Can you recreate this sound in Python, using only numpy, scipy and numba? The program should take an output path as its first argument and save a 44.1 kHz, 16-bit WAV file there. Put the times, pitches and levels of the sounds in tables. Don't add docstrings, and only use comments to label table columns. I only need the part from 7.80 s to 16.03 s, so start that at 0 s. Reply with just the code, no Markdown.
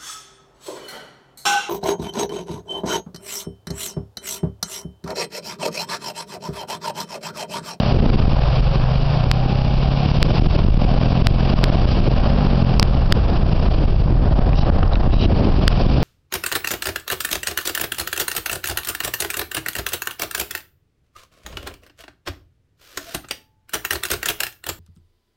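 import sys
import numpy as np
from scipy import signal
from scipy.io import wavfile
from scipy.ndimage import uniform_filter1d
from numba import njit

SR = 44100
rng = np.random.default_rng(int(sys.argv[2]) if len(sys.argv) > 2 else 0)


def wav_out(sig):
    wavfile.write(sys.argv[1], SR, np.round(np.clip(np.atleast_2d(sig).T, -1, 1) * 32767).astype(np.int16))


N = 362943


def gain_of(db):
    return 10 ** (np.asarray(db) / 20)


def evened(x):
    return x / np.sqrt(np.mean(x ** 2) + 1e-20)


def curve(table, column):
    rows = np.array(table)
    return np.interp(np.arange(N) / SR, rows[:, 0], rows[:, column])


def coloured(x, spectrum):
    f, db = np.transpose(spectrum)
    hz = abs(np.fft.fftfreq(16384, 1 / SR))
    level_db = np.interp(np.log(hz + 1), np.log(f + 1), np.maximum(db, -100))
    log_gain = np.log(gain_of(level_db))
    response = np.exp(np.conj(signal.hilbert(log_gain)))
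    taps = np.fft.ifft(response).real[:8192]
    return evened(signal.oaconvolve(x, taps)[:N])


def wander(rate_hz):
    span = round(SR / rate_hz)
    averaged = uniform_filter1d(rng.standard_normal(N), span)
    return evened(uniform_filter1d(averaged, span))


def low_pass(x, hz, count):
    taps = signal.firwin(count, hz, window=("kaiser", 9), fs=SR)
    return signal.oaconvolve(x, taps, "same")


def add(mix, s, sound):
    part = mix[round(s * SR):][:len(sound)]
    part += sound[:len(part)]


def firing_rate():
    # start_s, rate_per_s
    firing = [(0, 33.8), (.15, 31.2), (.39, 24.4), (.65, 20), (1.37, 29), (1.55, 31.6), (2.2, 34.7),
              (2.52, 38.5), (2.75, 38.6), (3.32, 42.6), (3.85, 44.7), (4.19, 39.2), (4.4, 41.5),
              (4.6, 49.6), (4.79, 44.1), (4.95, 41.6), (5.48, 39.6), (6.53, 29.5), (6.95, 28.7),
              (7.29, 32.9), (7.78, 43.2), (8.23, 43.9)]
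    flywheel_s = .08
    steady = uniform_filter1d(curve(firing, column=1), round(flywheel_s * SR))
    return steady * (1 + .003 * wander(8))


def exhaust_thump(rate, firings):
    # start_s, thump_db, brightness_0_to_1
    thumps = [(0, -25.5, 0.86), (.6, -30, .05), (1.2, -28, 0.08), (1.7, -27, 0.49), (2.3, -24.5, 0.53),
              (2.6, -23.5, 0.3), (3.3, -19.5, 0.77), (4.25, -23.5, 0.68), (4.45, -19.5, 1),
              (4.75, -16, 0.81), (5.3, -26.5, .5), (6, -28.5, 0.46), (6.5, -24.5, 0.4), (7.2, -30, 0.53),
              (7.7, -24, 0.74), (8.23, -23, 0.7)]
    # pitch_hz, level_db
    dull_exhaust = [(20, -24), (60, -9.5), (95, -10.5), (125, 12.5), (145, 9), (170, -2), (200, -12.5),
                    (260, -21.5), (300, -34), (600, -21.5), (800, -36.5), (900, -42)]
    # pitch_hz, level_db
    open_exhaust = [(20, -23), (60, -3.5), (95, -8.5), (135, -0.5), (170, -5.5), (210, -1.5), (250, -2.5),
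                    (300, -28.5), (600, -16.5), (800, -31.5), (900, -48)]
    dull_hz, dull_level = np.transpose(dull_exhaust)
    open_hz, open_level = np.transpose(open_exhaust)
    step = slice(0, N, 64)
    bright = np.clip(curve(thumps, column=2), 0, 1)[step]
    thump = np.zeros(N)
    for k in range(1, 36):
        log_hz = np.log(k * rate[step])
        dull_db = np.interp(log_hz, np.log(dull_hz), dull_level)
        open_db = np.interp(log_hz, np.log(open_hz), open_level)
        order = gain_of(dull_db + bright * (open_db - dull_db))
        lag = 0.443 * k ** 1.3
        thump += np.repeat(order, 64)[:N] * np.cos(2 * np.pi * k * firings - lag)
    return thump * gain_of(curve(thumps, column=1) + 0.32 * wander(45))


def roar_and_hiss(firings):
    # start_s, roar_db, hiss_db
    levels = [(0, -30, -37.5), (.4, -26.5, -34.5), (1.6, -34.5, -42), (2.3, -33, -37.5), (2.6, -28.5, -34),
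              (2.9, -27, -35.5), (3.1, -27, -34.5), (3.45, -32, -37.5), (3.76, -26, -35),
              (4.1, -29.5, -34.5), (4.3, -31, -38), (4.47, -23.5, -35.5), (4.7, -27, -35.5),
              (5, -27.5, -37.5), (5.6, -32, -42), (5.9, -30, -37.5), (6.3, -34, -44.5), (6.6, -26.5, -39),
              (7.2, -27, -41.5), (7.6, -29, -38.5), (8.23, -28, -33.5)]
    # pitch_hz, level_db (per Hz)
    roar_spectrum = [(180, -45.5), (300, -23), (366, -8), (439, -10), (468, -6.5), (557, -1.5), (674, -2),
                     (759, -2), (822, -4.5), (876, -8.5), (1050, -7.5), (1220, -11), (2000, -21),
                     (2600, -49.5), (4400, -120)]
    # pitch_hz, level_db (per Hz)
    hiss_spectrum = [(1000, -45.5), (1700, -9), (1870, -39), (2020, -17.5), (2200, -1.5), (2770, 2),
                     (3060, 0.5), (3940, -4.5), (4890, -2), (5830, -15.5), (7580, -52), (12800, -120)]
    puff = np.exp(-(firings % 1) / 0.62)
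    roar = coloured((1.1 + puff) * rng.standard_normal(N), roar_spectrum)
    roar *= gain_of(curve(levels, column=1) + 0.72 * wander(15))
    hiss = coloured((1.6 + puff) * rng.standard_normal(N), hiss_spectrum)
    hiss *= gain_of(curve(levels, column=2) + 0.31 * wander(38))
    return roar + hiss


def engine():
    rate = firing_rate()
    firings = np.cumsum(rate) / SR
    return exhaust_thump(rate, firings) + roar_and_hiss(firings)


def whine():
    # start_s, end_s, from_hz, to_hz, level_db
    whines = [(1.151, 2.052, 639, 835, -38), (2.002, 2.293, 775, 742, -37), (6.554, 6.908, 690, 822, -30.5)]
    out = np.zeros(N)
    pitch, level = 1 + 0.0056 * wander(25), gain_of(2.0 * wander(25))
    for start, end, from_hz, to_hz, db in whines:
        span = slice(round(start * SR), round(end * SR))
        remaining = np.linspace(1, 0, len(pitch[span])) ** 1.9
        hz = (to_hz + (from_hz - to_hz) * remaining) * pitch[span]
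        envelope = gain_of(db) * signal.windows.tukey(len(hz), .4) * level[span]
        add(out, start, envelope * np.sin(2 * np.pi * np.cumsum(hz) / SR))
    return out


def slap_pulse(rise_s):
    t = np.arange(1500) / SR
    slap = np.clip(t / rise_s, 0, 1) ** 2.27 * np.exp(-np.maximum(t - rise_s, 0) / 0.003)
    return slap - slap.sum() * signal.windows.hann(1500) / 750


def wind():
    # start_s, rumble_db, flutter_db
    winds = [(0, -24.5, -35), (.23, -18, -13), (.46, -16.5, -23), (.56, -15, -28), (1.3, -21.5, -32.5),
             (2.33, -23, -31), (2.42, -21, -22.5), (2.93, -9.5, -22), (3.2, -19, -22.5), (3.83, -12, -22.5),
             (4.4, -16.5, -22), (5.02, -12.5, -22), (5.3, -14.5, -21.5), (7.1, -10.5, -21.5),
             (7.3, -5.5, -22), (7.6, -14, -12.5), (7.93, -15.5, -26.5), (8.23, -13, -13.5)]
    # pitch_hz, level_db (per Hz)
    rumble_spectrum = [(5, -26), (12, -10), (20, -3), (32, 0), (55, -4), (90, -11), (130, -24), (250, -44),
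                       (1500, -90)]
    # pitch_hz, level_db (per Hz)
    flutter_spectrum = [(40, -13.5), (80, 1.5), (150, 0), (250, -6), (400, -9), (700, -18.5), (1200, -31),
                        (2500, -42.5), (6000, -72.5)]
    # peak_s, push_or_pull_sign, level_db (ahead of the limiter)
    buffets = [(.149, -1, -11.5), (.172, -1, -1), (.215, -1, -4), (.264, 1, -0.5), (.305, 1, 4),
               (0.359, -1, 2), (0.403, 1, -1.5), (.439, -1, -2.5), (0.458, 1, -1.5), (.481, 1, 2.5),
               (.534, 1, -1.5), (0.808, -1, -5.5), (1.004, 1, -7.5), (1.515, 1, -9.5), (2.387, -1, -4.5),
               (2.426, 1, -3.5), (2.519, -1, -7), (2.598, -1, 2.5), (2.623, -1, 4), (2.671, -1, 6),
               (2.824, -1, -1.5), (2.849, -1, 3), (2.886, -1, 2), (2.977, -1, 5), (3.051, -1, 1),
               (3.15, -1, 1), (3.273, -1, -2), (3.471, 1, 2), (3.512, -1, -4), (3.573, -1, -15),
               (3.717, -1, -18), (3.74, 1, 4.5), (3.843, 1, -11), (4.056, 1, 0), (4.286, -1, -3),
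               (4.828, -1, 0), (4.95, -1, -4), (4.996, 1, -2), (5.029, 1, 4), (5.326, 1, 3), (5.737, 1, 0),
               (5.887, 1, -2), (6.513, -1, 1.5), (6.594, -1, 2), (6.7, -1, -5), (6.902, 1, 3),
               (7.173, 1, 1), (7.244, -1, -1), (7.277, 1, 2), (7.881, 1, 1.5), (7.856, 1, -3),
               (7.943, -1, -5), (7.981, 1, -10), (8.067, 1, 4.5), (8.211, 1, -3)]
    lesser_slaps_per_s, lesser_slaps_db = 30, 0.5
    rise_s = .003
    lumps = gain_of(2.2 * wander(18))
    out = coloured(lumps * rng.standard_normal(N), rumble_spectrum) * gain_of(curve(winds, column=1))
    flutter_level = gain_of(curve(winds, column=2))
    eddies = gain_of(3.1 * wander(43))
    out += coloured(eddies * rng.standard_normal(N), flutter_spectrum) * flutter_level
    slap = slap_pulse(rise_s)
    landings = rng.random(N) < lesser_slaps_per_s / SR
    strikes = rng.standard_normal(N) * landings
    lesser = evened(signal.oaconvolve(strikes, slap)[:N])
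    out += gain_of(lesser_slaps_db) * lesser * flutter_level
    for s, sign, db in buffets:
        add(out, s - rise_s, np.sign(sign) * gain_of(db) * slap)
    return out


def scuffs():
    # start_s, end_s, level_db, swell_db, top_resonance_lift_db
    scuff_times = [(6.742, 6.832, -32.5, 1, 2), (6.845, 6.88, -46, -14, -18), (7.3, 7.386, -34, 1, -10),
                   (7.381, 7.468, -28.5, -0.5, -10.5)]
    # pitch_hz, width_hz, level_db
    scuff_rings = [(2800, 700, 0), (3880, 260, 0), (4900, 1200, -3)]
    edge = 0.3
    out = np.zeros(N)
    grit = gain_of(1.8 * wander(700)) * rng.standard_normal(N)
    for start, end, db, swell_db, top_db in scuff_times:
        noise = grit[round(start * SR):round(end * SR)]
        rings = []
        for hz, width_hz, ring_db in scuff_rings:
            b, a = signal.iirpeak(hz, hz / width_hz, SR)
            rings.append(gain_of(ring_db) * signal.filtfilt(b, a, noise))
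        swell = gain_of(db + np.linspace(-swell_db, swell_db, len(noise)))
        shape = swell * signal.windows.tukey(len(noise), edge)
        add(out, start, shape * evened(rings[0] + rings[1] + gain_of(top_db) * rings[2]))
    return out


def ticks():
    # start_s, level_db (ahead of the limiter), pitch_hz
    tick_times = [(6.732, -12.5, 2540), (7.03, -8, 1270), (7.032, -18, 2900), (7.079, -23, 4900),
                  (7.134, -17.5, 3880), (7.156, -5, 2670), (7.156, -9, 3750), (7.158, -10, 1390),
                  (7.453, -17, 3000)]
    out, t = np.zeros(N), np.arange(300) / SR
    for s, db, hz in tick_times:
        add(out, s, gain_of(db - 60 * t / 0.0075) * np.sin(2 * np.pi * hz * t))
    return out


def scene():
    return (engine() + whine() + wind() + scuffs() + ticks())[None]


@njit
def limiter(x, knee, pull, lag, recover):
    y, charge, cut = np.zeros_like(x), 0., 0.
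    for i in range(len(x)):
        y[i] = x[i] * np.exp(-cut)
        charge = charge * recover + pull * max(abs(y[i]) - knee, 0.)
        cut += lag * (charge - cut)
    return y


def overflow(y, full_scale):
    flip_times = [1.51475, 2.42849, 3.47012, 3.84083, 4.99700, 4.99719, 4.99738, 5.02840, 5.32392, 5.32454,
                  7.87937, 7.88000]
    converter_hz = 11025
    offsets = np.arange(-120, 121)
    t = offsets / SR
    crest, flips = np.zeros(N), np.zeros(N)
    for s in flip_times:
        at = round(s * SR) + offsets
        crest[at] = np.maximum(crest[at], np.exp(-(t / 0.00049) ** 2))
        flips[at] -= 1.42 * np.sinc(t * converter_hz) * np.exp(-(t / 0.00058) ** 2)
    return y * (1 - crest) + full_scale * crest + flips


def record(dry):
    full_scale, band_hz, edge_hz = .73, 5950, 16700
    lag, recover = 1 / (0.002 * SR), np.exp(-1 / (0.02 * SR))
    y = limiter(gain_of(9.5) * dry[0], 0.21, 2200 / SR, lag, recover)
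    y = y / (1 + (y / .7) ** 10) ** (1 / 10)
    y = low_pass(y, band_hz, count=401)
    y = overflow(y, full_scale)
    return low_pass(np.clip(y, -full_scale, full_scale), edge_hz, count=255)[None]


dry = scene()
out = record(dry)
wav_out(out)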